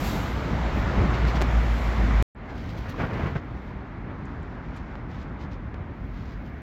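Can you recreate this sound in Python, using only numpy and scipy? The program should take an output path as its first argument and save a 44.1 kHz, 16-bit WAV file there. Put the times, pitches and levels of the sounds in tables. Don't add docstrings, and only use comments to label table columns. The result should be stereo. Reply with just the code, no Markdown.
import sys
import numpy as np
from scipy import signal
from scipy.fft import rfft, irfft, next_fast_len
from scipy.io import wavfile
from scipy.ndimage import uniform_filter1d, map_coordinates

SR = 44100
rng = np.random.default_rng(int(sys.argv[2]) if len(sys.argv) > 2 else 0)


def wav_record(signal):
    frames = np.transpose(np.atleast_2d(signal))
    bounded = np.clip(frames, -1, 1)
    quanta = np.round(bounded * 32767).astype(np.int16)
    wavfile.write(sys.argv[1], SR, quanta)


def rack_gain(trim_db):
    fader = np.asarray(trim_db, float)
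    return 10 ** (fader / 20)


N = 291930
FAST = next_fast_len(N)
STOP_S, START_S = 2.22526, 2.3486

# freq_hz, density_db [dB per Hz]
NEAR_TONE = [(15, -48), (30, -23.5), (45, -14), (60, -14.5), (87, -15.5), (204, -18.5), (417, -26.5),
             (650, -24), (1650, -26.5), (2100, -28), (2700, -38.5), (4000, -43.5), (7500, -55.5),
             (15800, -70)]
FAR_TONE = [(15, -47), (30, -15.5), (45, 1.5), (135, -5.5), (262, -10.5), (344, -18.5), (506, -27.5),
            (927, -27.5), (1500, -29.5), (2110, -34.5), (2860, -49.5), (4500, -63), (7500, -75),
            (15800, -73.5)]
CROSSOVERS_HZ = [400, 3000, 8500]
# freq_hz, likeness [0-1]
NEAR_ALIKE = [(60, 0.95), (350, 1), (600, 0.84), (1000, 0.1), (2000, 0.6), (3500, 0.13), (8000, .05)]
FAR_ALIKE = [(60, 1), (350, 0.93), (600, 0.6), (1000, 0.56), (2000, 0.14), (3500, 0.16), (8000, .05)]
# start_s, flow_db, bearing_db [L-R]
NEAR_ROAD = [
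    (0, -1, -1),
    (.45, -1.5, -1.5),
    (1.05, 1, 0.5),
    (1.35, 0.5, 0.5),
    (1.7, -1, 4),
    (2.22, -0.06, 3),
]
FAR_ROAD = [
    (2.35, 3.5, 1),
    (3.5, 1.2, 2),
    (4.6, 0, 5),
    (5.3, 0.3, 3),
    (6, -1.5, 4),
    (6.62, -1, 1.5),
]
NEAR_DB = [-29.5, -29.5, -47.5, -66]
FAR_DB = [-35, -42.5, -62, -89.5]
NEAR_FOLLOWS = [0.32, 1.66, .3, .1]
FAR_FOLLOWS = [0.054, 0.94, 1, .1]
NEAR_LEANS = [.49, 0.1, 1.5, 11]
FAR_LEANS = [.49, 0.1, 1.5, 1.5]
# middle_s,
# rumble_lift_db
JOINTS = [(0.379, 2), (.52, 4.5), (.8, 2.5), (1.02, 9), (1.13, 1.5), (1.24, 6), (1.4, 0), (1.75, -1.5),
          (2.05, 5)]
# peak_s, peak_db, fade_db_per_s, pan_db [L-R]
PUDDLES = [
    (.07, -41.5, 64, 9),
    (1.78, -56.5, 26.5, -3),
]
WAKE_DB = [-11.5, -11, -11, -16]
# start_s, right_lead_ms
TURN = [(0, 0.28), (2.2, 0.31), (2.9, 0.34), (4, 0.25), (5, -0.19), (6.62, -0.38)]

# [above 8 kHz, re rub]
RUBS = [(0.734, 0.1, -51, 9.5), (1.129, 0.023, -35.5, -6), (1.171, 0.039, -45.5, 0),
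        (1.259, 0.058, -38, -0.5), (1.342, 0.041, -36.5, -1.5), (1.418, 0.03, -39.5, 0),
        (2.402, 1, -53.5, 4), (2.485, .04, -51, -12), (2.571, 0.022, -44.5, -1), (2.678, .04, -47, 3),
        (2.761, 0.057, -49, 6), (2.874, 0.052, -46, 5), (2.97, 0.087, -49, -5.5), (3.12, 0.047, -51, 2),
        (3.151, 0.18, -53, -1), (3.345, 0.049, -49.5, -7), (3.297, 0.46, -66, 7.5), (3.562, 0.04, -59, -7),
        (3.649, 0.069, -64, -8), (4.092, 0.54, -65, -4), (4.727, 0.089, -55, -7), (4.552, 0.48, -63, -9),
        (5.075, 0.12, -56.5, -3), (5.165, 0.09, -55.5, -2), (5.265, 0.046, -63, -15),
        (5.387, 0.068, -51.5, -6), (5.504, 0.05, -52, -6.5), (5.861, 0.86, -67, 7),
        (6.104, 0.28, -58, -5.5), (6.449, 0.03, -55, 2.5)]
# start_s, length_s, buffet_db
PRESSES = [(1.167, 0.065, -37), (1.332, 0.06, -29), (1.4, 0.027, -31.5), (2.485, 0.029, -35.5),
           (2.835, 0.099, -36.5), (2.91, .46, -33), (2.97, 0.1, -25), (3.09, 0.096, -34), (3.155, 0.1, -29),
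           (3.24, 0.058, -27.5), (3.347, 0.032, -25), (4.734, .064, -44), (4.86, 0.18, -48),
           (5.061, 0.15, -46), (5.393, 0.047, -40), (4.05, 0.11, -41.5), (5.7, 0.27, -50)]
# start_s, end_s, pan_db [L-R]
GRIP = [
    (0, 1, 13),
    (1, 5.8, -32),
    (5.8, 7, 28),
]
# freq_hz, density_db [dB per Hz]
RUB_TONE = [(300, -45.5), (1200, -9), (3000, 4), (4500, -0.5), (6000, -6.5), (7500, -15), (9500, -45.5)]
FIZZ_TONE = [(7000, -26.5), (8500, 2.5), (10300, -3), (11300, 0.5), (15800, 0)]
BUFFET_TONE = [(20, -26.5), (50, -5), (100, 0), (200, -6), (400, -10), (800, -13.5), (1500, -16),
               (2200, -21), (3000, -30.5), (6000, -64.5)]
# start_s, peak_db, pan_db [L-R], direction
# [+1 or -1], rise_ms
SLIPS = [(1.1146, -35, -18, 1, 0.043), (1.147, -21.5, -15.5, -1, 0.05), (1.192, -29.5, -14.5, -1, 0.043),
         (1.2527, -13.5, -12, -1, 0.064), (1.2754, -21, -17.5, -1, 0.033), (1.3477, -38.5, -20, -1, .08),
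         (1.399, -24, -21, -1, 0.18), (1.4095, -6.5, -21.5, -1, 0.092), (1.4161, -8, -10, -1, 0.034),
         (1.419, -21.5, -17, -1, 0.079), (1.421, -6, -22, -1, 0.038), (1.4239, -13.5, -16, -1, 0.025),
         (1.4236, -18, -20, -1, .03), (1.4285, -17, -20, -1, .05), (2.2246, -14, 0, 1, .5),
         (2.9863, -8, -21, -1, 0.54), (3.354, -16, -19, 1, 0.25), (4.9552, -15, -15, 1, 0.13),
         (5.743, -20, 2, 1, 0.11), (5.746, -30.5, 3, -1, 0.068)]
# start_s, peak_db, pitch_hz, #
# pan_db [L-R], t60_s
TICKS = [
    (2.897, -37, 13040, -10, .03),
    (2.899, -48, 6500, -2, .03),
    (4.253, -48, 7020, -7, 0.028),
    (4.429, -50, 7240, -12, .02),
    (4.755, -54.5, 9100, 6, .02),
    (4.763, -45.5, 8530, 7, 0.067),
    (4.763, -41, 2400, 4, .04),
    (5.228, -53, 7030, 11, .03),
    (2.9415, -23, 1050, 15, .011),
    (5.742, -34, 92, 0, .12),
]

# freq_hz, gain_db
MIC = [(7600, -0.5), (8300, -8), (9500, -10), (10800, -4.5), (11600, -0.5), (13000, 1)]
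# freq_hz, gain_db
LEFT_DIP = [(7400, 0), (8100, -4), (9300, -8), (10600, -1), (11300, 0.5)]
# freq_hz, gain_db
RIGHT_PORT = [(7400, 0), (8600, 2), (10000, 2.5), (11500, -2.5), (15800, -2.5)]
# freq_hz, threshold_db
MUTING = [(7000, -35), (7900, -6.5), (10800, -1.5), (11500, -5.5), (16000, -5)]


def bridge_road():
    t = np.arange(N) / SR
    levels_db, pans_db = flow(NEAR_ROAD, NEAR_DB, NEAR_FOLLOWS, NEAR_LEANS)
    rumble, roar, hiss, spray = levels_db
    *pans, spray_pan = pans_db
    thud_s = 0.049
    for s, lift_db in JOINTS:
        rumble = rumble + lift_db * np.exp(-((t - s) / thud_s) ** 2)
    bursts = np.array([rack_gain(2 * (db - fade * abs(t - s))) for s, db, fade, _ in PUDDLES])
    steady_spray = rack_gain(2 * spray)
    wet = bursts.sum(axis=0) + steady_spray
    burst_pans = np.transpose(PUDDLES)[-1]
    spray_pan = (burst_pans @ bursts + spray_pan * steady_spray) / wet
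    wet_hiss_db = 1.5
    hiss = 10 * np.log10(rack_gain(2 * hiss) + rack_gain(2 * wet_hiss_db) * wet)
    layers_db = [rumble, roar, hiss, 10 * np.log10(wet)]
    return traffic(layers_db, [*pans, spray_pan], NEAR_TONE, NEAR_ALIKE, patchy_db=1, swell_db=.25)


def traffic(levels_db, pans_db, spectrum, likeness, patchy_db, swell_db):
    hz = np.fft.rfftfreq(FAST, 1 / SR)
    alike = np.clip(along(likeness, hz), 0, 1)
    left, other = rfft(patches(patchy_db), FAST) * rack_gain(along(spectrum, hz))
    pair = np.array([left, alike * left + np.sqrt(1 - alike ** 2) * other])
    above = [1] + [1 / (1 + (edge / (hz + 1)) ** 6) for edge in CROSSOVERS_HZ] + [0]
    swell = swell_db * wobble(6)
    out = np.zeros((2, N))
    for k in range(4):
        layer = unit(irfft(pair * (above[k] - above[k + 1]), FAST)[:, :N])
        surge = swell * (5 if k == 0 else 1)
        out += rack_gain(levels_db[k] + surge) * sides(pans_db[k]) * layer
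    return out


def flow(road, steady_db, follows, leans_db):
    flow_db, bearing_db = curves(road)
    levels_db = np.outer(follows, flow_db) + np.c_[steady_db]
    pans_db = np.outer([0, 1, 1, 0], bearing_db) + np.c_[leans_db]
    return levels_db, pans_db


def aimed(pair):
    lead = curves(TURN)[0] * SR / 1000
    right = map_coordinates(pair[1], [np.arange(N) + lead], mode="mirror")
    return np.array([pair[0], right])


def engine():
    t = np.arange(N) / SR
    ahead = np.clip(STOP_S - t, 0, None)
    firing_hz, sag_hz_per_s = 55.1, 3.2
    turn = 2 * np.pi * np.cumsum(firing_hz + sag_hz_per_s * ahead) / SR + .5 * wobble(5.3)
    turn = turn - turn[round(STOP_S * SR)] + np.pi / 2
    tone = np.sin(turn) + rack_gain(-16.5) * np.sin(2 * turn)
    tone += rack_gain(-19) * np.sin(2.1 * turn) + rack_gain(-21) * np.sin(4 * turn)
    beat_hz, cancel_s, second_db = 6.62, 1.95, -9
    tone -= rack_gain(second_db) * np.sin(turn - 2 * np.pi * beat_hz * (t - cancel_s))
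    loudest_db, nearing_db_per_s = -20, 6
    hidden_s, hidden_db = 0.47, -3
    screen_db = hidden_db * np.clip(10 * (hidden_s - t), 0, 1)
    level_db = loudest_db - nearing_db_per_s * ahead + screen_db + 1.7 * wobble(8.84)
    return np.sqrt(2) * rack_gain(level_db) * tone * sides(0.91)[:, None]


def rubs():
    def noise(grain_db, rate):
        return rng.standard_normal(N) * rack_gain(grain_db * wobble(rate))

    def buffet_gain(hz):
        return rack_gain(along(BUFFET_TONE, hz))

    hiss = touches([row[:-1] for row in RUBS])
    fizz = touches([(s, length, db + fizz_db) for s, length, db, fizz_db in RUBS])
    thump = touches(PRESSES)
    skin = noise(1.9, 300)
    drag = rack_gain(2.5) * np.sqrt(hiss) * coloured(skin, lambda hz: rack_gain(along(RUB_TONE, hz)))
    spit = rack_gain(-15) * np.sqrt(fizz) * coloured(skin, lambda hz: rack_gain(along(FIZZ_TONE, hz)))
    press = noise(1.5, 80)
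    lumps = rack_gain(5) * np.sqrt(thump) * coloured(press, buffet_gain)
    case_bass = coloured(press, lambda hz: buffet_gain(hz) / (1 + (hz / 220) ** 4))
    through_case = rack_gain(-5) * np.sqrt(thump.sum(axis=0)) * case_bass
    return drag + spit + lumps + through_case


def touches(rows):
    power = np.zeros((2, N + SR))
    for s, length, db in rows:
        t = np.arange(round((length + .04) * SR)) / SR
        ease_on = np.clip(t / (0.0087 + 0.21 * length), 0, 1)
        ease_off = np.clip((length + 0.017 - t) / (0.045 + 0.093 * length), 0, 1)
        touch = ease_on * ease_off
        pan_db = sum(lean_db for start, end, lean_db in GRIP if start <= s < end)
        power[:, round(s * SR):][:, :len(t)] += rack_gain(2 * db) * touch ** 2 * sides(pan_db)[:, None] ** 2 / 2
    return power[:, :N]


def slips():
    out, t = np.zeros((2, N + SR)), np.arange(SR // 6) / SR
    for s, db, pan_db, direction, rise_ms in SLIPS:
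        rise = 1 - np.exp(-(1000 * t / rise_ms) ** 2)
        push = rise * (np.exp(-t / 0.00038) - 0.068 * np.exp(-t / .002))
        out[:, round(s * SR):][:, :len(t)] += rack_gain(db) * np.sign(direction) * push * sides(pan_db)[:, None]
    return out[:, :N]


def ticks():
    out, t = np.zeros((2, N + SR)), np.arange(SR // 6) / SR
    for s, db, pitch_hz, pan_db, t60 in TICKS:
        jitter = rng.standard_normal(len(t)) + 1000 / pitch_hz
        shake = signal.lfilter(*signal.butter(2, .2 * pitch_hz, fs=SR), jitter)
        decay = rack_gain(-60 * t / t60) * (1 - np.exp(-t / 0.0008))
        ring = shake * np.sin(2 * np.pi * pitch_hz * t) * decay
        ring = rack_gain(db) * ring / abs(ring).max()
        out[:, round(s * SR):][:, :len(t)] += ring * sides(pan_db)[:, None] / np.sqrt(2)
    return out[:, :N]


def bank_road():
    levels_db, pans_db = flow(FAR_ROAD, FAR_DB, FAR_FOLLOWS, FAR_LEANS)
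    wake_s = 0.032
    wake = np.exp(-abs(np.arange(N) / SR - START_S) / wake_s)
    levels_db = levels_db + np.outer(WAKE_DB, wake)
    return traffic(levels_db, pans_db, FAR_TONE, FAR_ALIKE, patchy_db=1, swell_db=.12)


def unit(x):
    return x / np.sqrt(np.mean(x ** 2, axis=-1, keepdims=True) + 1e-20)


def along(points, hz):
    f, v = np.transpose(points)
    return np.interp(np.log(hz + 1), np.log(f + 1), v)


def curves(rows):
    s, *cols = np.transpose(rows)
    return np.array([np.interp(np.arange(N) / SR, s, c) for c in cols])


def wobble(rate):
    knots = rng.standard_normal(int(N * rate / SR) + 4)
    return map_coordinates(knots, [np.arange(N) * rate / SR])


def sides(pan_db):
    return np.sqrt(2 / (1 + rack_gain(np.array([-2 * pan_db, 2 * pan_db], float))))


def patches(depth_db):
    z = signal.stft(rng.standard_normal((2, N + 512)), nperseg=512)[2]
    field = uniform_filter1d(rng.standard_normal(z.shape[1:]), size=5, axis=0)
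    field = uniform_filter1d(field, size=7, axis=1)
    return signal.istft(z * rack_gain(depth_db * field / field.std()), nperseg=512)[1][:, :N]


def coloured(x, gain):
    hz = np.fft.rfftfreq(FAST, 1 / SR)
    return unit(irfft(rfft(x, FAST) * gain(hz), FAST)[..., :N])


def scene():
    bridge = aimed(bridge_road()) + engine()
    bank = aimed(bank_road())
    place = np.where(np.arange(N) / SR < START_S, bridge, bank)
    return place + rubs() + slips() + ticks()


def mute_faint(x, below_db):
    hz, _, z = signal.stft(x, SR, nperseg=1024)
    power = uniform_filter1d(abs(z) ** 2, size=2, axis=2)
    loud = uniform_filter1d(power[:, 8:].sum(axis=1, keepdims=True), size=61, axis=2)
    bands = power[:, :512].reshape(2, 128, 4, -1).mean(axis=2)
    whim = uniform_filter1d(rng.standard_normal(bands.shape[1:]), size=3, axis=1)
    ragged_db = 4.5
    bands = (bands * rack_gain(2 * ragged_db * whim / whim.std())).repeat(4, axis=1)
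    bar = loud ** 1.5 * rack_gain(2 * (below_db + along(MUTING, hz[:-1])))[:, None]
    faint = np.pad(bands < bar, ((0, 0), (0, 1), (0, 0)))
    return signal.istft(np.where(faint, rack_gain(-20) * z, z), SR, nperseg=1024)[1][:, :N]


def band_limit(x):
    return signal.sosfilt(signal.butter(12, 15900, fs=SR, output="sos"), x)


def record(dry):
    t = np.arange(N) / SR
    hz = np.fft.rfftfreq(FAST, 1 / SR)
    ports_db = along(MIC, hz) + [along(LEFT_DIP, hz), along(RIGHT_PORT, hz)]
    heard = irfft(rfft(dry, FAST) * rack_gain(ports_db), FAST)[:, :N]
    gate = (t < STOP_S) + np.clip((t - START_S) / 0.0026, 0, 1)
    mix = mute_faint(heard, below_db=-47) * gate
    return band_limit(mix)


dry = scene()
out = record(dry)
wav_record(out)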